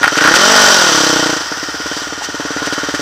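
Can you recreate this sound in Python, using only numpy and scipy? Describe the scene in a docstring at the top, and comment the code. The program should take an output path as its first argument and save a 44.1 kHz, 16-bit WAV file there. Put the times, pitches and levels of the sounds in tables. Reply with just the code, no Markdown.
"""A single-cylinder four-stroke dirt bike on a forest trail, heard by a microphone at the rider's helmet.
First the chassis clatters over a bump in noise bursts, as the throttle opens and the airbox rings.
The loud part overloads the microphone: each firing rings the silencer and echoes in the exhaust pipe.
Then the engine sinks to a putter and misses a few firings, while a narrow band of noise hisses at the brake.
Noise for gas rasp, engine clatter and tyre rumble runs throughout; short dull bumps (decaying sines) and
bright swishes of brush (noise swells) come both early and late."""
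import sys
import numpy as np
from scipy import signal
from scipy.fft import rfft, irfft
from scipy.io import wavfile
from scipy.ndimage import uniform_filter1d

SR = 44100
rng = np.random.default_rng(int(sys.argv[2]) if len(sys.argv) > 2 else 0)


def dump(signal):
    """Clip the signal to [-1, 1] and save it as 16-bit WAV at the path in sys.argv[1]."""
    limited = np.clip(np.atleast_2d(signal).T, -1, 1)
    pcm = np.round(limited * 32767).astype(np.int16)
    wavfile.write(sys.argv[1], SR, pcm)


N = 132741
TIME = np.arange(N) / SR


def from_db(db):
    """Decibels to gain."""
    return 10 ** (np.asarray(db) / 20)


def curve(rows, at=TIME):
    """The columns of a control curve, interpolated at the given times."""
    start_s, *columns = np.transpose(rows)
    return [np.interp(at, start_s, column) for column in columns]


def clicks(times, sizes):
    """A train of single-sample impulses, over a tiny offset far below hearing."""
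    positions = np.maximum(times * SR, 0).astype(int)
    return np.bincount(positions, sizes, N)[:N] + 1e-18


def ring(x, hz, t60):
    """A unit click sets a sine of height 1 ringing, which falls 60 dB in t60 seconds."""
    radius = from_db(-60 / (t60 * SR))
    angle = 2 * np.pi * hz / SR
    return signal.lfilter([0, np.sin(angle)], [1, -2 * radius * np.cos(angle), radius ** 2], x)


def fade(x, decay_s):
    """Each click becomes an exponential decay."""
    return signal.lfilter([1], [1, -np.exp(-1 / (decay_s * SR))], x)


# hollow resonances around the microphone: centre_hz [Hz], width_hz [Hz], boost_db [dB]
HOLLOW_RESONANCES = [(1440, 110, 8), (1857, 43, 8), (3085, 69, 9), (4750, 150, 4), (5870, 490, 6.5)]


def noise(colour):
    """Noise of the given colour, heard through the hollow resonances; rms 1."""
    hz = np.fft.rfftfreq(N, 1 / SR) + 1  # the offset keeps the logarithm finite
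    point_hz, point_db = np.transpose(colour)
    gain_db = np.interp(np.log(hz), np.log(point_hz), point_db)
    for centre_hz, width_hz, boost_db in HOLLOW_RESONANCES:
        gain_db = gain_db + boost_db / (1 + (2 * (hz - centre_hz) / width_hz) ** 2)
    x = irfft(rfft(rng.standard_normal(N)) * from_db(gain_db), N)
    return x / x.std()


# crank speed: start_s [s], speed_rpm [revolutions per minute]
CRANK_SPEED = [(0.0, 2086), (0.153, 2391), (0.418, 5474), (0.521, 6039), (0.655, 5859), (0.881, 4474),
               (1.01, 3995), (1.138, 3725), (1.335, 3459), (1.36, 3169), (1.463, 1965), (1.511, 2143),
               (1.76, 2101), (1.799, 2006), (1.968, 2336), (2.167, 2234), (2.303, 2106), (2.433, 2302),
               (2.577, 1954), (2.613, 2352), (2.754, 2211), (3.01, 2250)]
# weak or missed firings, each given to the nearest firing: start_s [s], loss_db [dB]
WEAK_FIRINGS = [(1.407, -5), (1.459, -11), (1.573, -8.5), (2.019, -3.5), (2.071, -3.5), (2.177, -4),
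                (2.232, -18)]
FIRST_FIRING_CYCLES = .245


def crank():
    """Engine cycles gone by (two turns each), the firing times and how much each falls short in dB."""
    cycles = np.cumsum(curve(CRANK_SPEED)[0]) / (120 * SR) - FIRST_FIRING_CYCLES
    times = np.interp(np.arange(int(cycles[-1]) + 1), cycles, TIME)
    loss_db = np.zeros(len(times))
    for start_s, db in WEAK_FIRINGS:
        loss_db[np.argmin(abs(times - start_s))] = db
    return cycles, times, loss_db


# strength of the firings: start_s [s], level_db [dB]
FIRING_STRENGTH = [(0, -3), (.12, 1), (.22, 4.5), (.29, 5), (.38, 0.5), (.55, 1.5), (.76, -1), (.95, 3),
                   (1.12, 5), (1.31, 4.5), (1.38, -2.5), (1.55, -0.5), (1.76, -4.5), (1.88, -1.5),
                   (2.28, -3.5), (2.4, 0.5), (2.51, 0), (2.62, 1), (3, 2)]
# hot gas shortens the echo in the pipe, load sharpens the pulse:
# start_s [s], round_trip_ms [ms], bark_db [dB]
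PIPE_STATE = [(0, 7, -13), (.25, 6.6, 0), (.48, 4.57, 9.5), (.7, 4.85, 10.5), (.95, 6.35, -0.5),
              (1.33, 6.37, -4), (1.6, 6.6, -15), (3, 6.88, -10.5)]
# silencer modes of the thump: pitch_hz [Hz], level_db [dB], t60_s [s]
THUMP_MODES = [(105, -31, .028), (292, -9.3, .0195), (465, -13, .0125)]
# silencer modes of the sharper bark: pitch_hz [Hz], level_db [dB], t60_s [s]
BARK_MODES = [(500, -20, .013), (635, -16, .015), (760, -17, .015), (895, -17, .016), (1000, -18, .016),
              (1150, -17, .013), (1300, -18, .013), (1450, -16, .018)]
THUMP_SOFT_HZ, BARK_SOFT_HZ = 600, 1600  # low-pass edges
# first echo as a share of the blast, its rise per dB of bark, and the gain from each echo to the next
ECHO_SHARE, ECHO_PER_BARK_DB, ECHO_LOSS = .8, .022, .3


def silencer(times, level_db, modes, soft_hz, polarity, trip_s, echo, echoes=3):
    """Blasts and their pipe echoes ring the silencer modes, which radiate the change of flow."""
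    flow = np.zeros(N)
    for order, (hz, mode_db, t60) in enumerate(modes):
        uneven_db = .6 * rng.standard_normal(len(times))
        size = from_db(level_db + mode_db + uneven_db)
        blasts = clicks(times, size)
        for k in range(echoes):
            blasts = blasts + clicks(times + (k + 1) * trip_s, size * echo * ECHO_LOSS ** k)
        flow += polarity ** order * ring(blasts, hz, t60) / (2 * np.pi * hz)
    pressure = np.gradient(flow) * SR
    return signal.sosfilt(signal.butter(2, soft_hz, fs=SR, output="sos"), pressure)


def exhaust(times, loss_db):
    """Each blast runs up and down the pipe; the silencer answers with a thump and a sharper bark."""
    level_db = curve(FIRING_STRENGTH, times)[0] + loss_db
    trip_ms, bark_db = curve(PIPE_STATE, times)
    trip_s = trip_ms / 1000
    echo = ECHO_SHARE + ECHO_PER_BARK_DB * bark_db
    thump = silencer(times, level_db, THUMP_MODES, THUMP_SOFT_HZ, 1, trip_s, echo)
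    # neighbouring bark modes ring in opposite polarity
    bark = silencer(times, level_db + bark_db, BARK_MODES, BARK_SOFT_HZ, -1, trip_s, echo)
    return -(thump + bark)


# airbox modes at full load: pitch_hz [Hz], level_db [dB], t60_s [s]
AIRBOX_MODES = [(400, -25, .025), (720, -19, .022), (905, -19, .026), (1000, -20, .026), (1140, -21, .02)]
INTAKE_LAG_CYCLES = 0.48  # after each firing
INTAKE_FOLLOWS = 0.93  # dB of gulp per dB of exhaust bark


def intake(cycles):
    """The cylinder gulps air shortly after the exhaust stroke; load makes the airbox ring."""
    times = np.interp(np.arange(int(cycles[-1])) + INTAKE_LAG_CYCLES, cycles, TIME)
    load_db = curve(PIPE_STATE, times)[1]
    gulps = clicks(times, from_db(INTAKE_FOLLOWS * (load_db - load_db.max())))
    out = np.zeros(N)
    for order, (hz, db, t60) in enumerate(AIRBOX_MODES):
        out += (-1) ** order * from_db(db) * ring(gulps, hz, t60)
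    return out


# gas rushing out of the silencer: start_s [s], level_db [dB]
RASP_LEVEL = [(0, -22.5), (.14, -22), (.22, -12.5), (.35, -12), (.62, -11), (.85, -15), (1.1, -18),
              (1.33, -18.5), (1.43, -24), (1.75, -24.5), (1.95, -25), (2.15, -27), (2.35, -26.5),
              (2.6, -21.5), (3, -22)]
# its colour: pitch_hz [Hz], level_db [relative dB]
RASP_SPECTRUM = [(100, -23), (200, -16), (330, -8), (600, -7), (1000, -4), (1400, 1), (1850, -2.5),
                 (2200, -11), (4000, -15), (6000, -16), (10000, -34), (16000, -40)]
RASP_DELAY_S, RASP_DECAY_S = 0.0051, 0.0071
RASP_STEADY = 0.79  # steady rush beside puffs of about 1


def rasp(times, loss_db):
    """A puff of turbulent gas follows each firing, over a steady rush."""
    size = from_db(loss_db + 1.5 * rng.standard_normal(len(times)))
    puffs = fade(clicks(times + RASP_DELAY_S, size), RASP_DECAY_S)
    gate = RASP_STEADY + uniform_filter1d(puffs, size=120)
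    gate = gate / np.sqrt(uniform_filter1d(gate ** 2, size=6000))  # even out the running rms
    return from_db(curve(RASP_LEVEL)[0]) * gate * noise(RASP_SPECTRUM)


# valve gear, piston and chain, before the CLATTER_DB trim: start_s [s], level_db [dB]
CLATTER_LEVEL = [(0, -27), (.12, -20.5), (.3, -15.5), (.45, -10.5), (.64, -8), (.85, -10.5), (1.07, -12.5),
                 (1.33, -18.5), (1.5, -26), (1.75, -26.5), (1.98, -23), (2.14, -27.5), (2.35, -27),
                 (2.56, -25), (2.7, -25), (2.85, -24.5), (3, -24)]
# their colour: pitch_hz [Hz], level_db [relative dB]
CLATTER_SPECTRUM = [(120, -43), (300, -16.5), (900, 3), (1400, 0.5), (2300, -6.5), (3200, 1.5),
                    (4000, -1.5), (5200, 2), (6100, -0.5), (6800, -7), (7800, -6), (9500, -21),
                    (12000, -22), (15500, -25)]
CLATTER_DB, CLATTER_ROUGH_DB = -.5, 1.5  # trim and rms of the random flutter
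CLATTER_SWING, CLATTER_LAG_CYCLES = 0.13, 0.19  # depth of the swell and its peak after each firing


def clatter(cycles):
    """Dense metallic noise that swells once in each engine cycle."""
    grain = uniform_filter1d(rng.standard_normal(N), size=70)
    rough = from_db(CLATTER_ROUGH_DB * grain / grain.std())
    swell = 1 + CLATTER_SWING * np.cos(2 * np.pi * (cycles - CLATTER_LAG_CYCLES))
    gate = rough * swell
    gate = gate / np.sqrt(np.mean(gate ** 2))
    return from_db(CLATTER_DB + curve(CLATTER_LEVEL)[0]) * gate * noise(CLATTER_SPECTRUM)


# chassis knocks: start_s [s], level_db [dB]
CHASSIS_KNOCKS = [(0.031, 3), (0.04, -2.5), (0.0453, -6), (.0585, -7), (0.0778, -2.5), (0.156, -9),
                  (0.18, -4), (.187, -4.5), (.209, -6), (0.24, 1.5), (0.248, -4), (0.259, -12), (0.275, -1),
                  (0.278, -5), (.34, 1), (0.358, -11), (2.405, -16)]
# their colour: pitch_hz [Hz], level_db [relative dB]
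KNOCK_SPECTRUM = [(200, -47), (700, -6), (1200, 2.5), (1600, 7.5), (2300, -2.5), (3500, -9), (6000, -22),
                  (10000, -29.5), (16000, -54)]
KNOCK_DECAY_S, KNOCK_TAIL_S, KNOCK_TAIL_DB = 0.0017, 0.018, -13.5


def knocks():
    """Hard plastic knocks: noise bursts that die at once, each with a short weaker tail."""
    start_s, level_db = np.transpose(CHASSIS_KNOCKS)
    hits = clicks(start_s, from_db(level_db))
    tail = from_db(KNOCK_TAIL_DB) * fade(hits, KNOCK_TAIL_S)
    return (fade(hits, KNOCK_DECAY_S) + tail) * noise(KNOCK_SPECTRUM)


# dull bumps, the first one the ringing body of the chassis knock at 0.04 s: start_s [s], pitch_hz [Hz],
# level_db [dB], t60_s [s]
DULL_BUMPS = [(.0415, 800, -6, .025), (2.211, 730, -20, .04), (2.220, 850, -13, .028)]


def bumps():
    """Each dull bump is one decaying sine; the first gives the knock at 0.04 s its ringing body."""
    out = np.zeros(N)
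    for start_s, hz, db, t60 in DULL_BUMPS:
        out += ring(clicks(np.array([start_s]), from_db([db])), hz, t60)
    return out


# bright swishes of brush against the bike: middle_s [s], half_length_s [s], level_db [dB]
BRUSH_SWISHES = [(0.176, 0.01, -16), (0.362, 0.014, -9), (1.997, 0.039, -29), (2.245, 0.02, -22),
                 (2.664, 0.014, -21), (2.736, 0.011, -20), (2.953, .009, -22)]
# their colour: pitch_hz [Hz], level_db [relative dB]
BRUSH_SPECTRUM = [(1000, -3.5), (3800, 1.5), (6000, 0.5), (8000, -6), (10500, -18.5), (16000, -22)]


def brush():
    """Brush sweeps the bike: bright noise that swells and sinks in a smooth bell-shaped curve."""
    swish = np.zeros(N)
    for middle_s, half_s, db in BRUSH_SWISHES:
        swish += from_db(db) * np.exp(-((TIME - middle_s) / half_s) ** 2)
    return swish * noise(BRUSH_SPECTRUM)


# the brake disc hisses faintly as the bike slows: start_s [s], level_db [dB]
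BRAKE_LEVEL = [(1.25, -65), (1.42, -30), (1.75, -31.5), (2.0, -34), (2.2, -60)]
# its colour: pitch_hz [Hz], level_db [relative dB]
BRAKE_SPECTRUM = [(4000, -30), (4750, -7), (5080, 0), (5600, -7), (6500, -30)]


def brake():
    """Pads rubbing on the disc: a narrow, high hiss."""
    return from_db(curve(BRAKE_LEVEL)[0]) * noise(BRAKE_SPECTRUM)


# colour of the tyre rumble: pitch_hz [Hz], level_db [relative dB]
ROLLING_SPECTRUM = [(30, -30), (70, 13), (150, -5), (300, -2), (700, -2.5), (1200, -48), (3000, -37)]


def rolling():
    """Tyres on the dirt: a soft, steady rumble."""
    return from_db(-44) * noise(ROLLING_SPECTRUM)


def scene():
    """Engine, chassis, brush, brake and tyres, at a fixed distance from the rider."""
    cycles, times, loss_db = crank()
    noisy = rasp(times, loss_db) + clatter(cycles) + knocks() + bumps() + brush() + brake()
    # these layers carry little bass below 220 Hz
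    noisy = signal.sosfilt(signal.butter(2, 220, "high", fs=SR, output="sos"), noisy)
    return (exhaust(times, loss_db) + intake(cycles) + noisy + rolling())[None]


OVERLOAD = 1.0  # largest level the microphone passes
TOP_STOP_HZ = 16100  # 60 dB down from here up


def record(dry):
    """The microphone clips the peaks, then the deep bass and the top are cut."""
    clipped = np.clip(dry, -OVERLOAD, OVERLOAD)
    thinned = signal.sosfilt(signal.butter(1, 42, "high", fs=SR, output="sos"), clipped)
    return signal.sosfilt(signal.cheby2(16, 60, TOP_STOP_HZ, fs=SR, output="sos"), thinned)


dry = scene()
out = record(dry)
dump(out)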